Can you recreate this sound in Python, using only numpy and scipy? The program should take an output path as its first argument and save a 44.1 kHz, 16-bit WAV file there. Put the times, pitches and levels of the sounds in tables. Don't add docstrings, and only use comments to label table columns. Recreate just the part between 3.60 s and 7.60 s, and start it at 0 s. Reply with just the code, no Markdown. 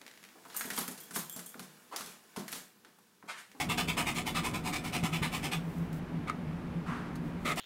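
import sys
import numpy as np
from scipy import signal
from scipy.fft import rfft, irfft
from scipy.io import wavfile

SR = 44100
rng = np.random.default_rng(int(sys.argv[2]) if len(sys.argv) > 2 else 0)


def transcribe(u):
    v = np.clip(np.atleast_2d(u).T, -1, 1)
    q = np.round(v * 32767).astype(np.int16)
    wavfile.write(sys.argv[1], SR, q)


N = 176400

# f/Hz, width/Hz, level/dB
LOOSE_PIPE_NOTES = [(1258, 65, 6.5), (1785, 30, -12), (2130, 120, -5.5), (2530, 36, -15), (3570, 50, -18),
                    (3730, 65, -19)]


def undb(db):
    return 10 ** (np.asarray(db) / 20)


def unit(x):
    return x / np.sqrt(np.mean(x ** 2) + 1e-18)


def freqs(x):
    return np.maximum(np.fft.rfftfreq(len(x), 1 / SR), 1)


def shape(x, gain):
    return irfft(rfft(x) * gain, len(x))


def colour(f, points):
    hz, db = np.array(points).T
    return undb(np.interp(np.log(f), np.log(hz), db))


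def resonance(f, hz, width):
    return 1 / (1 + 1j * (f - hz ** 2 / f) / width)


def modes(f, notes):
    return sum(undb(db) * resonance(f, hz, width) for hz, width, db in notes)


def above(f, hz):
    return 1 / (1 + (hz / f) ** 8)


def ring(fade_s):
    t = np.arange(SR // 2) / SR
    x = rng.standard_normal(len(t)) * np.exp(-np.log(1000) * t / fade_s)
    return x / np.linalg.norm(x)


def add(out, start, x):
    i = int(round(start * SR))
    x, i = x[max(-i, 0):], max(i, 0)
    out[i:i + len(x)] += x[:len(out) - i]


def at_level(x, env, db):
    return unit(x) * np.sqrt(np.mean(env ** 2)) * undb(db)


def motor_and_rumble():
    wash_colour = [(20, -6), (45, -2), (70, 2), (110, 1), (200, -2.5), (350, -2), (520, -8.5), (900, -11.5),
                   (1400, -15), (2400, -20.5), (4000, -31), (7000, -39.5), (11000, -41), (15000, -47)]
    motor_notes = [(164.7, 18, -42), (239.9, 10.8, -47), (290.8, 19, -51.5)]
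    swells = [(.285, .08, -34.5), (1.435, .09, -34), (1.555, .09, -33), (1.635, .1, -37), (1.975, .1, -36),
              (2.215, .14, -35.5), (2.335, .1, -34), (2.83, 0.0703, -34), (2.885, .07, -35.5),
              (3.17, .11, -33), (3.295, .08, -35), (3.62, .08, -36)]
    swell_hz, spread_hz = 166, 4.9
    noise = rng.standard_normal(N)
    f = freqs(noise)
    out = undb(-44) * unit(shape(noise, colour(f, wash_colour)))
    for hz, width, db in motor_notes:
        out += undb(db) * unit(shape(rng.standard_normal(N), resonance(f, hz, 2 * width) ** 2))
    for middle, length, db in swells:
        t = np.arange(int(length * SR)) / SR
        hz = swell_hz + spread_hz * rng.standard_normal()
        note = np.sin(2 * np.pi * (hz * t + rng.random()))
        add(out, middle - length / 2, undb(db) * unit(note) * np.sin(np.pi * t / length))
    return out


def far_scrape():
    scrape_colour = [(300, -20), (700, -7.5), (1150, 4), (1800, -4.5), (2800, -14), (5000, -25),
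                     (9000, -30), (15000, -43)]
    start_s, rise_s, hold_s, fall_db_per_s = 3.261, 0.019, 0.054, 72
    out, t = np.zeros(N), np.arange(SR) / SR
    grit = unit(shape(rng.standard_normal(len(t)), colour(freqs(t), scrape_colour)))
    onset = np.sqrt(np.minimum(t / rise_s, 1))
    fade = undb(-fall_db_per_s * np.maximum(t - rise_s - hold_s, 0))
    add(out, start_s, undb(-41) * grit * onset * fade)
    return out


def handling():
    ticks = [(.547, -18, 4000, 9000, -20), (2.183, -28, 5040, 9000, -20), (2.329, -22, 4000, 9000, -20),
             (3.556, -16.5, 1400, 3200, 0), (3.959, -15, 3000, 6000, -6)]
    rubs = [(1.962, 0.37, -63), (2.316, 0.093, -60.5), (3.62, .1, -69), (3.78, 0.12, -66)]
    out = np.zeros(N)
    for start, db, low_hz, top_hz, pipe_db in ticks:
        tick = ring(fade_s=0.071) + .5 * ring(fade_s=.012)
        f = freqs(tick)
        band = 1 / (1 + low_hz / (1j * f)) ** 2 / (1 + 1j * f / top_hz)
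        pipe = 1 + undb(pipe_db) * modes(f, LOOSE_PIPE_NOTES)
        add(out, start, undb(db) * shape(tick, band * pipe))
    for start, length, db in rubs:
        noise = rng.standard_normal(N)
        hiss = unit(shape(noise, above(freqs(noise), hz=3000)))
        swell = np.sqrt(np.hanning(int(length * SR)))
        add(out, start, undb(db) * hiss[:len(swell)] * swell)
    return out


def knee_thuds():
    jolts = [(.083, -36), (.272, -37), (.926, -35), (1.362, -33.5), (1.426, -31), (1.615, -33.5),
             (3.845, -36)]
    peak_s = 0.0087
    out, t = np.zeros(N), np.arange(SR // 8) / SR
    swell = t / peak_s * np.exp(1 - t / peak_s)
    dull = resonance(freqs(t), hz=166, width=180) ** 2
    for start, db in jolts:
        thud = shape(rng.standard_normal(len(t)), dull) * swell
        add(out, start, at_level(thud, swell, db))
    return out


def stroke_loudness(t, rise, hold, fall_db_per_s):
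    rise_db = -17.5 * np.clip(1 - t / rise, 0, 1)
    fall_db = fall_db_per_s * np.maximum(t - rise - hold, 0)
    return undb(rise_db - fall_db) * np.minimum(2 * t / rise, 1)


def teeth(speed, full_rate_hz, dust_db):
    jitter, scatter_db = .2, 1.5
    bend_delay_s = .003
    chance = rng.standard_normal((SR // 40, 2))
    marks = np.cumsum(np.exp(jitter * chance[:, 0]))
    travel = np.cumsum(speed) * full_rate_hz / SR
    tooth = np.minimum(np.searchsorted(marks, travel), len(marks) - 1)
    size = undb(scatter_db * np.clip(chance[tooth, 1], -2, 2))
    chips = np.diff(tooth, prepend=0) * size
    smear = np.exp(-4j * np.pi * bend_delay_s * np.sqrt(1000 * freqs(chips)))
    since_chip = travel - np.append(0, marks)[tooth]
    dust = rng.standard_normal(len(speed)) * size * np.exp(-.5 * since_chip)
    return unit(shape(chips - chips.mean(), smear)) + undb(dust_db) * unit(dust)


def blade_set_back():
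    # t/s, rise/s, hold/s, level/dB, rasp against pipe ring/dB, full tooth rate/Hz
    catches = [(2.666, .014, .02, -38.5, -6, 450), (3.845, .011, 0.061, -32, 0.5, 300)]
    rasp_colour = [(250, -18), (450, -0.5), (680, 3), (950, -18), (1600, -6.5), (2100, 3.5), (2800, -6),
                   (3900, -7), (5000, -15.5), (7500, -13.5), (10000, -17), (15500, -26)]
    knocks = [(2.6979, -4)]
    low_hz, soft_hz, crack_db = 900, 1700, -20
    out, t = np.zeros(N), np.arange(SR // 4) / SR
    f = freqs(t)
    pipe, rasp = modes(f, LOOSE_PIPE_NOTES), colour(f, rasp_colour)
    for start, rise, hold, db, rasp_db, rate_hz in catches:
        env = stroke_loudness(t, rise, hold, fall_db_per_s=512)
        cut = teeth(.5 + .5 * env, rate_hz, dust_db=5) * env
        ringing = unit(shape(cut, pipe / (1 + 1j * f / 6000)))
        rasping = undb(rasp_db) * unit(shape(cut, rasp))
        add(out, start, at_level(ringing + rasping, env, db))
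    for start, db in knocks:
        blow = irfft(pipe / (1 + 1j * f / soft_hz) ** 2 / (1 + low_hz / (1j * f)) ** 2, len(t))
        crack = shape(ring(fade_s=.012)[:len(t)], resonance(f, hz=6200, width=3800) ** 2)
        knock = blow / np.linalg.norm(blow) + undb(crack_db) * crack / np.linalg.norm(crack)
        add(out, start, undb(db) * knock)
    return out


def sawing():
    # t/s, rise/s, hold/s, level before tone change/dB, tilt to the lows/dB, treble/dB
    strokes = [(-.015, 0.014, 0.017, -31.5, -2.5, 2.5), (0.084, 0.013, 0.024, -31.5, -2, 1.5),
               (0.169, 0.012, 0.02, -30, 0, 2.5), (0.27, .015, 0.017, -32.5, -5.5, -0.5),
               (.362, 0.016, 0.025, -30, 2, 2.5), (.452, 0.019, 0.025, -32, -0.5, 1.5),
               (0.542, .022, 0.024, -35, -1.5, 3.5), (0.651, 0.017, 0.021, -34.5, -2.5, 4.5),
               (0.74, 0.012, 0.031, -32, -1.5, -1), (0.825, 0.022, .023, -34, 2, 4.5),
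               (0.927, .016, 0.015, -35.5, 1.5, 3), (1.025, 0.039, 0.019, -35.5, 2, 3.5),
               (1.12, .013, 0.029, -35, -6, 1), (1.224, 0.024, 0.031, -40.5, -0.5, 4),
               (1.317, .018, 0.031, -34.5, -1.5, 2), (1.422, .017, 0.023, -34.5, -1, 3.5),
               (1.51, 0.026, 0.026, -35.5, -4.5, 0.5), (1.613, .015, 0.026, -33, -1, -0.5),
               (1.704, .036, .024, -35.5, -3, 2.5), (1.816, 0.027, 0.014, -35.5, -1, 2.5),
               (1.908, 0.015, 0.016, -33.5, -2.5, 0.5), (3.955, 0.025, 0.023, -34.5, 1, 4)]
    rasp_colour = [(200, -9), (500, -4.5), (750, 0), (1200, 0), (1600, -5.5), (2300, 2.5), (3400, -4),
                   (4400, -8.5), (6000, -13), (8300, -11.5), (11000, -17), (15500, -22)]
    pipe_notes = [(730.4, 46, 2), (845, 52, -14), (1010, 36, -0.5), (1209, 81, -3), (1275, 30, -5.5),
                  (1328, 25, -8), (1768, 25, -5.5), (2247, 95, -7), (2500, 84, -13), (3007, 10, -1),
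                  (3035, 12, -9), (3455, 33, -0.5), (5150, 26, -1), (8300, 58, -6)]
    pipe_db, blade_db, shake_db = 3.5, -2.5, -15
    waver_db, waver_hz = 1.7, 107
    out, t = np.zeros(N), np.arange(SR // 4) / SR
    f = freqs(t)
    body = colour(f, rasp_colour) * (1 + undb(pipe_db) * modes(f, pipe_notes))
    for start, rise, hold, db, low_db, treble_db in strokes:
        env = stroke_loudness(t, rise, hold, fall_db_per_s=329.5)
        waver = unit(shape(rng.standard_normal(len(t)), resonance(f, waver_hz, waver_hz) ** 2))
        bite = env * undb(waver_db * np.clip(waver, -2, 2))
        cut = teeth(speed=.5 + .5 * np.sqrt(env), full_rate_hz=849.4, dust_db=-1) * bite
        blade = signal.fftconvolve(cut, ring(fade_s=0.043))[:len(t)]
        cut = cut + undb(blade_db) * blade
        tone = undb(low_db * (0.5 - above(f, hz=1750)) + treble_db * above(f, hz=4800))
        rasp = shape(at_level(shape(cut, body), env, db), tone)
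        shake = shape(cut, resonance(f, hz=287, width=254) ** 2)
        add(out, start, rasp + at_level(shake, env, db + shake_db))
    return out


def scene():
    close = sawing() + knee_thuds() + blade_set_back() + handling()
    echo = undb(-22.5) * signal.fftconvolve(close, ring(fade_s=0.73))[:N]
    return (close + echo + far_scrape() + motor_and_rumble())[None]


def record(dry):
    top_hz = 15700
    return signal.sosfilt(signal.ellip(10, .2, 80, top_hz, fs=SR, output="sos"), dry)


dry = scene()
out = record(dry)
transcribe(out)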